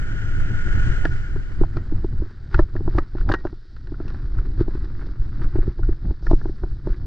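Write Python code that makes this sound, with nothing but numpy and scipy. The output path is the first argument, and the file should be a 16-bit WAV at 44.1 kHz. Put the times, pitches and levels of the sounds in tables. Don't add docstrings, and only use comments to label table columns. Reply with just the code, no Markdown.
import sys
import numpy as np
from scipy import signal
from scipy.fft import rfft, irfft
from scipy.io import wavfile
from scipy.ndimage import uniform_filter1d

SR = 44100
rng = np.random.default_rng(int(sys.argv[2]) if len(sys.argv) > 2 else 0)


def output_pcm(signal):
    pcm = np.clip(np.atleast_2d(signal).T, -1, 1) * 32767
    wavfile.write(sys.argv[1], SR, np.round(pcm).astype(np.int16))


N = 311346
TIME, FREQS = np.arange(N) / SR, np.fft.rfftfreq(N, 1 / SR)
SIDES = np.array([[1], [-1]])


def amp(db):
    return 10 ** (np.asarray(db) / 20)


def unit(x):
    return x / np.sqrt(np.mean(x ** 2) + 1e-20)


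def follow(curve):
    times, db = np.transpose(curve)
    return amp(np.interp(TIME, times, db))


def spectrum_db(points, hz):
    corners, db = np.transpose(points)
    return np.interp(np.log(hz + 1), np.log(corners), db) - 34 * np.log2(np.maximum(hz / corners[-1], 1))


def colour(x, points):
    return unit(irfft(rfft(x) * amp(spectrum_db(points, FREQS)), N))


def drift(hz):
    return unit(irfft(rfft(rng.standard_normal(N)) * np.exp(-(FREQS / hz) ** 2), N))


def grains(per_s, spread_db):
    size = amp(spread_db * np.minimum(rng.exponential(1, N), 4))
    return unit(size * rng.choice([-1, 1], N) * (rng.random(N) < per_s / SR))


def add(mix, s, sound):
    part = mix[max(round(s * SR), 0):][:len(sound)]
    part += sound[:len(part)]


def blow(sound, db):
    return amp(db) * sound * np.sqrt(SR / 50 / np.sum(sound ** 2))


# (time [s], relative level [dB])
RUSH = [(0.0, -44.5), (0.49, -43), (0.91, -39), (1.34, -50.5), (2.0, -60), (3.6, -68)]
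# (frequency [Hz], relative level [dB])
RUSH_COLOUR = [(100, -9), (350, -7), (980, -22.5), (1220, -14.5), (1430, 0), (1800, -6), (2650, -20.5),
               (3000, -15.5), (3600, -25.5), (7600, -29.5), (10000, -54)]
def rush(gain_db=2.5, flutter_db=1.27, alike_hz=3200, port_lag_s=.00011,
         whistle_db=-3, whistle_hz=1440, whistle_width_hz=26, waver_hz=11):
    airflow = follow(RUSH)
    shared, left, right = (rfft(colour(rng.standard_normal(N), RUSH_COLOUR)) for _ in range(3))
    alike = 1 / (1 + (FREQS / alike_hz) ** 4)
    phase = 2 * np.pi * np.cumsum(whistle_hz + waver_hz * drift(5.9)) / SR
    eddies = drift(whistle_width_hz) + 1j * drift(whistle_width_hz)
    blowing = np.minimum(airflow / airflow[0], 1)
    whistle = unit((eddies / np.sqrt(abs(eddies)) * np.exp(1j * phase)).real) * blowing
    lag = np.exp(1j * np.pi * FREQS * port_lag_s * SIDES)
    common = (np.sqrt(alike) * shared + amp(whistle_db) * rfft(whistle)) * lag
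    separate = np.sqrt(1 - alike) * np.array([left, right])
    return irfft(common + separate, N) * airflow * amp(gain_db + flutter_db * drift(70))


def gusts(usual_bump_db=-30, gust_db=6.5, db_per_db=.61, rise_s=.02, fall_s=.026):
    swell, t = np.zeros(N), np.arange(-SR // 8, SR // 3) / SR
    shape = np.exp(np.minimum(t / rise_s, -t / fall_s))
    for s, blow_db, _ in KNOCKS:
        gust = shape * amp(gust_db + db_per_db * (blow_db - usual_bump_db))
        add(swell, s + t[0], gust ** 4)
    return np.sqrt(1 + np.sqrt(swell))


CRESTS = [2.69, 5.159, 5.739, 5.987, 6.192, 6.818]
def lift(depth_db, width_s=.032):
    lightness = np.exp(-((TIME - np.array(CRESTS)[:, None]) / width_s) ** 2).max(0)
    return amp(depth_db * lightness)


# (time [s], relative level [dB])
BUFFET = [(0.0, -21.5), (0.84, -14), (1.35, -22.5), (2.19, -24.5), (2.3, -32.5), (2.54, -25.5),
          (2.99, -18.5), (3.04, -33.5), (3.24, -20), (3.67, -39), (4.05, -22), (6.23, -23.5), (6.28, -19),
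          (6.56, -27), (7.05, -26)]
# (frequency [Hz], relative level [dB])
BUFFET_COLOUR = [(10, 0), (24, 1.5), (80, -13.5), (115, -12.5), (150, -22), (220, -30), (350, -33),
                 (480, -49), (900, -53)]
def buffet(gain_db=-1, side_db=-12, lumpy_db=2, lumps_hz=9, lift_db=-10):
    mid, side = (colour(rng.standard_normal(N), BUFFET_COLOUR) for _ in range(2))
    local_rms = np.sqrt(uniform_filter1d(uniform_filter1d(mid ** 2, size=1800), size=900))
    strength = follow(BUFFET) * gusts() * lift(lift_db) * amp(gain_db + lumpy_db * drift(lumps_hz))
    return strength * (mid / local_rms + SIDES * amp(side_db) * side)


# (time [s], level [dB])
JOLTS = [(1.623, -11.5), (2.189, -11.5), (2.549, -6), (2.606, -9), (2.805, -15), (2.99, -14),
         (3.209, -11.5), (4.386, -8.5), (5.202, -11.5), (5.448, -8.5), (5.594, -9.5), (5.681, -7.5),
         (5.836, -13), (5.9, -11), (6.078, -11.5), (6.271, -14.5), (6.346, -13), (6.719, -14),
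         (6.908, -11.5)]
def jolts(dip_s=.0065, rebound_s=.017, settle_s=.006, uneven=.21, shudder=.11, shudder_hz=112):
    out, t = np.zeros(N), np.arange(-SR // 16, SR // 10) / SR
    for (s, db), chance in zip(JOLTS, rng.standard_normal(len(JOLTS))):
        age = t * np.exp(uneven * chance)
        dip = 1 / np.cosh(2 * age / dip_s)
        rebound = np.exp(-((age - rebound_s) / settle_s) ** 2)
        shake = shudder * np.cos(2 * np.pi * shudder_hz * t) * np.exp(-(age / rebound_s - .5) ** 2)
        add(out, s + t[0], amp(db) * (rebound - dip - shake))
    return out


# (time [s], relative level [dB])
SPLASHES = [(1.07, -60), (6.22, -59)]
def splashes(pitch_ratio=1.09, rise_s=.015, fall_s=.2):
    sheets = np.zeros(N)
    for s, db in SPLASHES:
        add(sheets, s, amp(db) * (1 - np.exp(-TIME / rise_s)) * np.exp(-TIME / fall_s))
    return sheets * colour(rng.standard_normal(N), [(hz * pitch_ratio, db) for hz, db in SPRAY_COLOUR])


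# (time [s], relative level [dB])
BITE = [(1.5, -58.5), (2.2, -63), (3.4, -61), (3.7, -69.5), (4.2, -59.5), (5.5, -58.5), (7.05, -66)]
# (time [s], length [s], relative level [dB])
SLIPS = [(2.505, 0.13, -47), (2.89, 0.1, -52.5), (3.166, 0.075, -52.5), (4.013, 0.15, -55.5),
         (4.351, 0.081, -51), (4.57, 0.065, -48.5), (4.724, 0.058, -47.5), (4.84, 0.026, -42),
         (4.965, 0.22, -54), (5.41, 0.07, -49.5), (5.56, 0.13, -54), (6.856, 0.14, -57.5)]
def grip(load_power=.21, patchy_db=5, patches_hz=32, slip_rise_s=.01, slip_fall_s=.022):
    slips = np.zeros(N)
    for s, length, db in SLIPS:
        t = np.arange(0, length, 1 / SR)
        add(slips, s, amp(db) * np.clip(np.minimum(t / slip_rise_s, (length - t) / slip_fall_s), 0, 1))
    rolling = follow(BITE) * gusts() ** load_power
    return np.hypot(rolling, slips) * amp(patchy_db * np.tanh(drift(patches_hz)))


# (frequency [Hz], relative level [dB])
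SCRUB_COLOUR = [(200, 1), (360, 14), (520, -16.5), (1100, -1.5), (1420, 2), (1900, -5.5), (2300, -14.5),
                (6000, -39.5)]
# (frequency [Hz], relative level [dB])
SPRAY_COLOUR = [(2700, -13), (3900, 1.5), (4200, 0), (4680, 2), (5500, -5.5), (6600, -20.5), (8000, -25.5)]
def tyres(scrub_db=6, stones_db=-4, stones_per_s=24, patter_db=5, patter_per_s=28,
          spray_db=-13.5, clumps_db=3, clumps_hz=45, hiss_db=-68, lift_db=-3):
    bite = grip()
    scrub = colour(grains(700, 3.9) + .5 * rng.standard_normal(N), SCRUB_COLOUR) * amp(scrub_db) * bite
    stones = colour(grains(stones_per_s, 1.3), CLACK_COLOUR) * amp(stones_db) * bite
    hz, _, t60 = FRAME_MODES[0]
    t = TIME[:SR // 10]
    frame_ring = np.sin(2 * np.pi * hz * t) * amp(-60 * t / t60)
    patter = unit(signal.oaconvolve(grains(patter_per_s, .6), frame_ring)[:N]) * amp(patter_db) * bite
    clumps = amp(spray_db + clumps_db * np.tanh(drift(clumps_hz))) * bite
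    flung = np.hypot(clumps, amp(hiss_db))
    spray = colour(grains(1400, 2.2) + .5 * rng.standard_normal(N), SPRAY_COLOUR) * flung
    fade_in = np.interp(TIME, [1.1, 1.5], [0, 1])
    return (scrub + stones + patter + spray) * lift(lift_db) * fade_in


def brake_disc(ring_hz=1878, struck_db=-5, t60=.17, rub_db=-76, rub_width_hz=70):
    kicks = np.zeros(N)
    for s, blow_db, bright_db, _ in CLACKS:
        add(kicks, s, amp([blow_db + bright_db + struck_db]))
    ring = signal.lfilter([1], [1, -amp(-60 / (t60 * SR))], kicks)
    grazing = np.interp(TIME, [2.9, 3.4, 4.0, 4.3], [0, 1, 1, 0])
    rub = grazing * amp(rub_db) * (drift(rub_width_hz) + 1j * drift(rub_width_hz))
    return ((ring + rub) * np.exp(2j * np.pi * ring_hz * TIME)).imag


# (frequency [Hz], relative level [dB])
SWELL_COLOUR = [(560, -2.5), (890, 5), (1250, -4.5), (2300, -23), (5000, -22.5)]
def hollow_swells(gain_db=-14, rise_s=.0079, fade_s=.011):
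    envelope, t = np.zeros(N), np.arange(-SR // 16, SR // 16) / SR
    shape = np.exp(np.minimum(t / rise_s, -t / fade_s))
    for s, blow_db, hardness_db in KNOCKS:
        add(envelope, s + t[0], shape * amp(blow_db + hardness_db + 9))
    for s, blow_db, *_ in CLACKS:
        add(envelope, s + t[0], shape * amp(blow_db))
    return amp(gain_db) * envelope * colour(rng.standard_normal(N), SWELL_COLOUR)


# (time [s], level [dB], relative treble [dB], ring [Hz])
CLACKS = [(1.053, -24.5, -15, 1660), (1.769, -38, -5, 1330), (2.544, -25, -12, 1420),
          (2.591, -28, -44, 1030), (2.764, -39.5, -12.5, 1530), (2.985, -24.5, -16, 1280),
          (3.211, -43.5, -18, 1520), (3.291, -30.5, -15, 1390), (3.316, -27, -22, 1550),
          (3.321, -30.5, -5, 1610), (3.339, -22, -9, 1570), (3.345, -29, -14.5, 1480),
          (3.47, -43, -11, 1500), (3.765, -52, -7, 1440), (3.872, -51.5, -10, 1540),
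          (3.942, -49.5, -33, 1390), (4.08, -50, 1, 1470), (4.145, -45.5, -20, 1370),
          (4.387, -43.5, -19, 1390), (5.832, -43, -19, 1410), (6.267, -35, -17, 1360),
          (6.414, -43.5, -32, 1370)]
# (frequency [Hz], relative level [dB])
CLACK_COLOUR = [(150, -12.5), (330, 9.5), (600, -7), (1000, -5), (1750, 0), (2250, -24.5), (3300, -30),
                (4400, -25.5), (6200, -39.5), (9500, -69)]
def clacks(treble_db=17, chatter=.28, chatter_t60=.022, tail_db=-28, tail_t60=.086,
           ring_db=10.5, ring_width_hz=230, overtone=1.81, size=8192):
    out, t, hz = np.zeros(N), np.arange(size) / SR, np.fft.rfftfreq(size, 1 / SR)
    treble = np.clip(np.log2((hz + 1) / 1700), 0, 1)
    decay = amp(-60 * t / chatter_t60) + amp(tail_db - 60 * t / tail_t60)
    for s, blow_db, bright_db, ring_hz in CLACKS:
        contact = chatter * rng.standard_normal(size) * decay
        contact[0] += 1
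        ring = sum(1 / (1 + ((hz / k - ring_hz) / ring_width_hz * 2) ** 2) for k in (1, overtone))
        body_db = spectrum_db(CLACK_COLOUR, hz) + ring_db * ring + treble * (bright_db + treble_db)
        cepstrum = irfft(np.log(amp(body_db)))
        body = np.exp(rfft(2 * cepstrum[:size // 2], size) - cepstrum[0])
        add(out, s, blow(irfft(rfft(contact) * body), blow_db))
    return out


# (time [s], level [dB], relative overtones [dB])
KNOCKS = [(1.053, -31.5, -4), (1.36, -33, -21), (1.612, -20.5, -25.5), (1.636, -37.5, -1.5),
          (1.768, -28, -16.5), (1.922, -27, -26.5), (2.045, -25.5, -21.5), (2.221, -30, -23.5),
          (2.593, -17.5, -11), (2.754, -32, -14.5), (2.807, -31.5, -23), (2.878, -25.5, -14.5),
          (2.951, -31.5, -19), (2.983, -27, -5.5), (3.151, -32.5, -17), (3.298, -24, -6.5),
          (3.452, -25.5, -10), (3.528, -38, -20), (3.92, -33, -24), (4.002, -31.5, -17),
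          (4.609, -19.5, -30.5), (4.681, -29, -18.5), (4.751, -34, -22), (5.556, -25.5, -18.5),
          (5.586, -26.5, -23), (5.677, -28.5, -33.5), (5.793, -33.5, -19), (5.89, -25, -31),
          (6.108, -33.5, -20), (6.225, -45, -13), (6.312, -21, -8), (6.332, -19, -21.5),
          (6.456, -30, -15.5), (6.494, -33, -26), (6.636, -30, -14), (6.871, -28, -13.5)]
# (frequency [Hz], relative level [dB], t60 [s])
FRAME_MODES = [(335.2, 2, 0.027), (635, -6.5, 0.035), (795.5, -3.5, 0.019), (933, -6.5, 0.018),
               (1398, -13, 0.02)]
def knocks(overtones_db=3, rise_s=.004, lead_s=.0013, scatter=.036,
           thud_db=-6, thud_hz=108, thud_t60=.024, rattle_s=.013, rattle_db=-10):
    out, t = np.zeros(N), np.arange(SR // 4) / SR
    hz, db, t60 = np.transpose(FRAME_MODES)[:, :, None]
    for s, blow_db, hardness_db in KNOCKS:
        detune, weight, phase = rng.standard_normal((3, len(FRAME_MODES), 1))
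        tune = 1 + scatter * detune * np.sqrt(hz / hz[0])
        modes = np.sin(2 * np.pi * hz * tune * t + phase) * amp(db + 2 * weight - 60 * t / t60)
        modes *= 1 - np.exp(-(t * hz / hz[0] / rise_s) ** 2)
        overtones = modes[1:].sum(0)
        for late in rng.random(size=3):
            add(overtones, late * rattle_s, amp(rattle_db * (1.5 + late)) * modes[2:].sum(0))
        ring = blow(modes[0], blow_db) + blow(overtones, blow_db + hardness_db + overtones_db)
        thud = np.sin(2 * np.pi * thud_hz * (1 + scatter * detune[0]) * t) * amp(-60 * t / thud_t60)
        add(out, s - lead_s, ring)
        add(out, s, blow(thud, blow_db + thud_db))
    return out


def scene():
    at_microphone = buffet() + jolts() + rush()
    middle = tyres() + splashes() + knocks() + clacks() + hollow_swells() + brake_disc()
    return at_microphone + middle


# (time [s], side gain [dB])
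WIDTH = [(1.6, 3.5), (2.3, -45)]
def record(dry, band_limit_hz=13900):
    mid = dry.mean(0)
    narrowed = mid + (dry - mid) * follow(WIDTH)
    lowpass = signal.firwin(255, band_limit_hz, window=("kaiser", 9), fs=SR)
    return signal.oaconvolve(narrowed, lowpass[None], "same")


dry = scene()
out = record(dry)
output_pcm(out)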